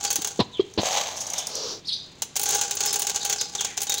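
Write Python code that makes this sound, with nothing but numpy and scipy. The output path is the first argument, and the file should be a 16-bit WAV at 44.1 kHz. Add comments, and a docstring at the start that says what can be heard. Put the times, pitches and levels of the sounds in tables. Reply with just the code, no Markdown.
"""Dry corn kernels clatter from a hand into a metal pressure cooker; each ticks, bounces and rings it.
Between two handfuls the hand knocks against a container, crunches through the corn and slides out
with a hollow hiss. A small bird chirps nearby in quick, gliding whistles.
The hard walls of the small kitchen give everything a short echo, over a faint hush of air."""
import sys
import numpy as np
from scipy import signal
from scipy.fft import rfft, irfft
from scipy.io import wavfile
from scipy.ndimage import uniform_filter1d

SR = 44100
rng = np.random.default_rng(int(sys.argv[2]) if len(sys.argv) > 2 else 0)


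def log_audio(samples):
    """Write samples as a 16-bit WAV file to the path given in sys.argv[1]."""
    # one column per channel
    frames = np.atleast_2d(samples).T
    # limit to full scale, then quantise
    limited = np.clip(frames, -1, 1)
    pcm = np.round(limited * 32767).astype(np.int16)
    wavfile.write(sys.argv[1], SR, pcm)


N = 176400  # 4 seconds

# Kernels hitting the pot: start_s, tick_energy_db, fizz_energy_db
KERNEL_HITS = [(0.0389, -3.5, -7), (0.0488, 6, -4), (0.1034, 4.5, 1.5), (0.109, 3, -3), (0.128, -1.5, 1.5),
               (0.1572, 6, 6), (0.2188, -1, -3.5), (0.246, 3, -3), (0.2729, 0, -3.5), (2.2205, 4.5, 0.5),
               (2.356, -2.5, -11), (2.3639, 5.5, 3), (2.37, -5.5, 1), (2.3954, 2, 5), (2.4139, -4, 3),
               (2.4328, 0.5, 7), (2.4572, 2, -2), (2.4894, 2.5, 2), (2.5067, 4, 3), (2.5468, -1, 1.5),
               (2.567, -8, -4), (2.6121, 6, 1), (2.7099, 4.5, -1), (2.753, -24, -1.5), (2.77, 0.5, -18),
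               (2.805, 5, -1), (2.8269, -4, -13), (2.8593, 4, 4), (2.893, -1, -13), (2.9295, 1, 5.5),
               (2.94, 3.5, -1), (2.9581, 3, 3), (2.9945, -2.5, 6), (3.0194, 3.5, 3.5), (3.0689, 5, -0.5),
               (3.0962, 4.5, -2), (3.159, 5.5, -4), (3.2498, 3.5, 2), (3.2587, -0.5, -7), (3.2969, 6, 0.5),
               (3.3266, 6, -3), (3.412, 3.5, -3.5), (3.5502, 2, -14), (3.608, 3.5, -5), (3.647, 4.5, -7),
               (3.7698, -7, -18), (3.7759, 4, -5), (3.8051, -3.5, -8), (3.817, 1.5, 3.5), (3.8314, -1.5, 2),
               (3.8687, -2.5, -16), (3.8954, 4.5, 2.5), (3.9204, 4.5, -5), (3.941, 2.5, 1),
               (3.98, -1.5, -4)]
# Small kernels skittering in between: time_s, level_db
SKITTER_LEVELS = [(0, -32.5), (.06, -32), (.33, -40), (.45, -56), (2.34, -58), (2.37, -42), (2.53, -23.5),
                  (2.65, -31.5), (2.74, -36), (2.85, -27), (2.98, -32.5), (3.37, -34), (3.52, -44),
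                  (3.63, -33.5), (3.74, -45), (4, -38.5)]
# The tone of a tick, from low to high: frequency_hz, relative_db
TICK_TONE = [(200, -41), (430, -15), (620, -17.5), (800, -10.5), (1200, -22), (2200, -15.5), (3100, -9.5),
             (5600, -7.5), (6350, 3), (7000, 0), (8300, -12.5), (14000, -46)]
# How long a tick takes to fade: frequency_hz, fade_s
TICK_FADES = [(400, 0.047), (3000, 0.078), (6500, 0.038), (12000, 0.02)]
# The bright fizz on top of a tick: frequency_hz, relative_db
FIZZ_TONE = [(5500, -29), (9000, 2.5), (13500, -9), (15500, 4.5)]

def kernels_in_pot(spots=12, size=8192):
    """Kernels land and bounce twice; each spot on the pot ticks, fizzes and rings in its own way."""
    skitter = patter(per_s=800, spread_db=7.5) * loudness(SKITTER_LEVELS)
    ticks = skitter * (rng.integers(0, spots, N) == np.arange(spots)[:, None])  # one row per spot
    pushes, snaps = ticks * gain(6), ticks * gain(-14)  # these set off the ring and the fizz
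    t = np.arange(size) / SR
    responses = [(reflections(TICK_FADES), crack(fade_s=0.019), pot_ring(t)) for _ in ticks]
    for k, (start_s, tick_db, fizz_db) in enumerate(KERNEL_HITS):
        gaps_s = 0.0035 * rng.uniform(0.5, 1.5, 2)
        landings_s = start_s + np.cumsum([0, *gaps_s])
        for bounce, force in enumerate([1, 0.46, 0.23]):
            spot = (k + bounce) % spots
            for track, db in (ticks, tick_db), (pushes, tick_db), (snaps, fizz_db):
                add(track[spot], landings_s[bounce], [force * gain(db)])
    rise = 1 - np.exp(-t / 0.00019)  # softens the very start of each hit
    clatter, fizz, ring = np.zeros((3, N))
    for tick, push, snap, (scatter, burst, notes) in zip(ticks, pushes, snaps, responses):
        clatter += through(tick, scatter * rise[:len(scatter)])
        fizz += through(snap, burst * rise[:len(burst)])
        ring += through(push, notes)
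    return ring + shape_tone(clatter, TICK_TONE) + shape_tone(fizz, FIZZ_TONE)

# The notes the metal pot rings with: pitch_hz, energy_db, fade_s
POT_NOTES = [(405.2, -25.5, 0.21), (473, -30, 0.28), (814, -17.5, 0.086), (1131, -29.5, 0.053),
             (1440, -25.5, 0.053), (1570, -25.5, 0.062)]

def pot_ring(t, detune=0.01):
    """One spot's own mix of the pot's notes; the corn weighs on each spot differently, detuning it."""
    pitch_hz, energy_db, fade_s = np.transpose(POT_NOTES)
    count = len(POT_NOTES)
    pitch_hz = pitch_hz * (1 + detune * rng.standard_normal(count))
    strengths = normalize(rng.uniform(0.5, 1, count)) * rng.choice([-1, 1], count)
    notes = np.array([np.sin(2 * np.pi * hz * t) * fade(t, s) for hz, s in zip(pitch_hz, fade_s)])
    return (strengths * gain(energy_db) / np.linalg.norm(notes, axis=1)) @ notes

# The hand bumping the container: start_s, level_db, pitch_hz, swell_s, rattle_db
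CONTAINER_KNOCKS = [(0.183, -31, 310, 0.0054, -37), (0.3912, -11, 414, 0.002, -21.5),
                    (0.3988, -12, 210, 0.0038, -19.5), (.404, -23, 984, 0.0082, -30),
                    (0.594, -7, 384.7, 0.0054, -37), (.6, -29, 3250, 0.0073, -37),
                    (0.7756, -15.5, 407, 0.0023, -23), (.784, -15, 302, 0.0027, -20),
                    (0.8324, -12, 630, 0.001, -46)]
# The tone of the corn rattling inside: frequency_hz, relative_db
RATTLE_TONE = [(40, -21), (100, -2.5), (500, -9), (1050, -10), (1350, -23), (2500, -21), (4000, -9),
               (5200, -22), (15000, -83)]

def container_knocks(size=4096, rattle_swell_s=0.0066):
    """The container's wall swings a few times and the corn inside jumps."""
    t = np.arange(size) / SR
    wall, corn = np.zeros((2, N))
    for start_s, level_db, pitch_hz, swell_s, rattle_db in CONTAINER_KNOCKS:
        thud = bump(t, swell_s) ** 2 * np.sin(2 * np.pi * pitch_hz * t)
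        rattle = bump(t, rattle_swell_s) * rng.standard_normal(size)
        add(wall, start_s, gain(level_db) * thud)
        add(corn, start_s, gain(rattle_db) * rattle)
    return wall + shape_tone(corn, RATTLE_TONE)

# The crunch of digging: time_s, level_db
CRUNCH_LEVELS = [(.77, -70), (.8, -36.5), (.86, -24.5), (.895, -28), (.97, -22.5), (1.14, -38), (1.39, -35),
                 (1.52, -44), (1.8, -77)]
# Its tone: frequency_hz, relative_db
CRUNCH_TONE = [(60, -44), (130, -19), (370, -13.5), (520, -2.5), (830, 2.5), (1320, -13), (3900, -3.5),
               (5100, -8), (6400, 0), (9400, -23), (13500, -29.5), (15100, -22)]
# Kernels scraping and snapping past each other: start_s, energy_db, swell_s
SCRAPES = [(0.738, -18, 0.00076), (1.161, -3, 0.0096), (1.201, 0.5, 0.0095), (1.265, -4, 0.0043),
           (1.3, -2, .0025), (1.334, 0.5, 0.0018), (1.378, 5, 0.0065), (1.4694, 5, 0.0013),
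           (1.5525, -2.5, 0.0019)]
# Their tone: frequency_hz, relative_db
SCRAPE_TONE = [(300, -19.5), (3500, -26), (5400, -0.5), (6400, 6.5), (7300, -5.5), (13500, -23),
               (15200, -19)]

def hand_digging(kinds=6):
    """Fingers push through the corn, making a mass of tiny clicks and a few louder scrapes."""
    clicks = patter(per_s=1300, spread_db=4.5) * loudness(CRUNCH_LEVELS)
    kind = rng.integers(0, kinds, N)
    crunch = sum(through(clicks * (kind == k), crack(fade_s=0.018)) for k in range(kinds))
    t = np.arange(SR // 10) / SR
    scrapes = np.zeros(N)
    for start_s, energy_db, swell_s in SCRAPES:
        scrape = bump(t, swell_s) * rng.standard_normal(len(t))
        add(scrapes, start_s, gain(energy_db) * unit_energy(scrape))
    return shape_tone(crunch, CRUNCH_TONE) + shape_tone(scrapes, SCRAPE_TONE)

# The hand sliding out: time_s, hiss_db, hollow_db, pitch_hz
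SLIDE_PATH = [(1.49, -41.5, -52.5, 424), (1.57, -32, -38, 520), (1.729, -32.5, -41, 406),
              (1.803, -51.5, -49.5, 425)]
# The tone of the rubbing: frequency_hz, relative_db
HISS_TONE = [(150, -31), (500, -13.5), (1150, -7), (2000, -22.5), (4200, -2.5), (5700, 0.5), (6800, -8),
             (8300, -27), (13500, -36), (15200, -27)]

def hand_sliding(width_hz=165):
    """A rubbing hiss, with a hollow note that shifts as the hand leaves the container."""
    time_s, _, _, pitch_hz = np.transpose(SLIDE_PATH)
    glide_hz = np.interp(np.arange(N) / SR, time_s, pitch_hz)
    carrier = np.exp(2j * np.pi * np.cumsum(glide_hz) / SR)
    # Two filters, each width_hz wide, keep only the noise near the gliding pitch.
    pole = np.exp(-np.pi * width_hz / SR)
    slow_noise = signal.lfilter([1], np.poly([pole, pole]), rng.standard_normal(N) / carrier)
    hollow = normalize((carrier * slow_noise).real)
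    hiss = shape_tone(rng.standard_normal(N), HISS_TONE)
    return hiss * loudness(SLIDE_PATH) + hollow * loudness(SLIDE_PATH, column=2)

# The bird's notes: start_s, length_s, first_hz, last_hz, level_db, buzz_depth_hz
BIRD_NOTES = [(0.064, .022, 5300, 4060, -35, 260), (0.517, .08, 4300, 2540, -42, 190),
              (1.347, 0.083, 3690, 3250, -40, 394), (1.845, 0.023, 3300, 5730, -42.5, 400),
              (1.869, 0.039, 5400, 3420, -29, 474), (1.916, 0.029, 3897, 4950, -27.5, 550),
              (2.866, 0.035, 5100, 5200, -30.5, 292), (3.2, 0.04, 4400, 3940, -36, 350),
              (3.377, 0.05, 5550, 4270, -31.5, 617), (3.577, 0.036, 4000, 2900, -33, 150),
              (3.614, .135, 3110, 1712, -48, 330), (3.877, 0.082, 3840, 3527, -35, 90),
              (3.969, 0.028, 3515, 4400, -31.5, 380)]

def bird_chirps(size=8192, buzz_hz=316.7, overtone_db=-28):
    """Each note is a gliding whistle, shaken by a fast uneven buzz and smeared by echoes on its way in."""
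    out = np.zeros(N)
    for start_s, length_s, first_hz, last_hz, level_db, buzz_depth_hz in BIRD_NOTES:
        progress = np.linspace(0, 1, min(int(length_s * SR), size))
        wobble = normalize(uniform_filter1d(rng.standard_normal(size), size=60))[:len(progress)]
        buzz = np.sin(2 * np.pi * np.cumsum(buzz_hz * (1 + wobble / 2)) / SR) + wobble / 2
        glide_hz = first_hz * (last_hz / first_hz) ** progress
        phase = 2 * np.pi * np.cumsum(glide_hz + buzz_depth_hz * buzz) / SR
        swell = np.sqrt(abs(np.sin(np.pi * progress))) * gain(0.76 * wobble[::-1])
        note = normalize(swell * (np.sin(phase) + gain(overtone_db) * np.sin(2 * phase)))
        smeared = signal.fftconvolve(note, crack(fade_s=0.02))
        add(out, start_s, gain(level_db) * np.linalg.norm(note) * unit_energy(smeared))
    return out

# How long the kitchen echoes: frequency_hz, fade_s
KITCHEN_FADES = [(400, 0.41), (1500, 0.69), (5000, 0.42), (15000, 0.12)]

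def kitchen_echo(sound):
    """Hard walls throw the sound back, starting 5 ms later."""
    return through(sound, np.pad(reflections(KITCHEN_FADES, size=32768), (SR // 200, 0)))

# The tone of the quiet room: frequency_hz, relative_db
AIR_TONE = [(40, -12), (90, 0.5), (200, -2.5), (1500, -18), (4000, -13), (10000, -42.5)]

def still_air(level_db=-51):
    """A faint, low, steady hush."""
    return gain(level_db) * shape_tone(rng.standard_normal(N), AIR_TONE, size=8192)

def gain(db):
    """Turns decibels into a multiplier."""
    return 10 ** (np.asarray(db) / 20)

def normalize(x):
    """Scales a sound to an average power of 1."""
    return x / np.sqrt(np.mean(x ** 2) + 1e-20)

def unit_energy(x):
    """Scales a sound to a total energy of 1."""
    return x / np.linalg.norm(x)

def look_up(table, hz):
    """Reads between a table's rows on a log frequency scale."""
    row_hz, values = np.transpose(table)
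    return np.interp(np.log(hz + 1), np.log(row_hz + 1), values)

def loudness(rows, column=1):
    """Gain over time from a decibel column; silent before and after the rows."""
    rows = np.array(rows)
    return gain(np.interp(np.arange(N) / SR, rows[:, 0], rows[:, column], -np.inf, -np.inf))

def add(mix, start_s, sound):
    """Mixes a sound in at its start time."""
    part = mix[max(round(start_s * SR), 0):][:len(sound)]
    part += sound[:len(part)]

def through(x, response):
    """Lets every sample set off a copy of the response (convolution)."""
    return signal.oaconvolve(x, response)[:N]

def shape_tone(x, tone, size=2048):
    """Makes lows and highs louder or softer, following a tone table."""
    log_gain = np.log(gain(look_up(tone, abs(np.fft.fftfreq(size, 1 / SR)))))
    spectrum = np.exp(np.conj(signal.hilbert(log_gain)))  # rings after a hit, never before
    return through(x, unit_energy(np.fft.ifft(spectrum).real[:size // 2]))

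def fade(t, fade_s):
    """Dies away by 60 dB in fade_s."""
    return np.exp(-np.log(1000) * t / fade_s)

def bump(t, swell_s):
    """Rises to 1 at swell_s, then dies away."""
    return t / swell_s * np.exp(1 - t / swell_s)

def reflections(fades, size=4096):
    """A blur of tiny echoes, each frequency band fading at its own speed."""
    t, hz = np.arange(size) / SR, np.fft.rfftfreq(size, 1 / SR)
    band_hz, fade_times_s = np.transpose(fades)
    spectrum = rfft(rng.standard_normal(size))
    out = np.zeros(size)
    for fade_s, share in zip(fade_times_s, np.eye(len(fades))):
        band = look_up(np.c_[band_hz, share], hz)
        out += irfft(spectrum * band) * normalize(fade(t, fade_s))
    return unit_energy(out)

def crack(fade_s, size=2048):
    """A short burst of noise."""
    return unit_energy(rng.standard_normal(size) * fade(np.arange(size) / SR, fade_s))

def patter(per_s, spread_db):
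    """Random clicks of uneven size."""
    sizes = gain(spread_db * np.minimum(rng.exponential(1, N), 3))
    return normalize(sizes * rng.choice([-1, 1], N) * (rng.random(N) < per_s / SR))

def scene():
    """All the sources, each with its own amount of kitchen echo, over still air."""
    sources = [(kernels_in_pot(), -12.5), (container_knocks(), -18.5), (hand_digging(), -8.5),
               (hand_sliding(), -21), (bird_chirps(), -2)]  # sound, echo_db
    direct = sum(sound for sound, _ in sources)
    echo = kitchen_echo(sum(sound * gain(echo_db) for sound, echo_db in sources))
    return (direct + echo + still_air())[None]

def record(dry, ceiling=0.4, cutoff_hz=15900):
    """Rounds off the loudest peaks, then removes the very highest treble."""
    rounded = dry / (1 + (dry / ceiling) ** 4) ** (1 / 4)
    low_pass = signal.firwin(301, cutoff_hz, window=("kaiser", 8), fs=SR)
    return signal.oaconvolve(rounded, low_pass[None], "same")

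dry = scene()
out = record(dry)
log_audio(out)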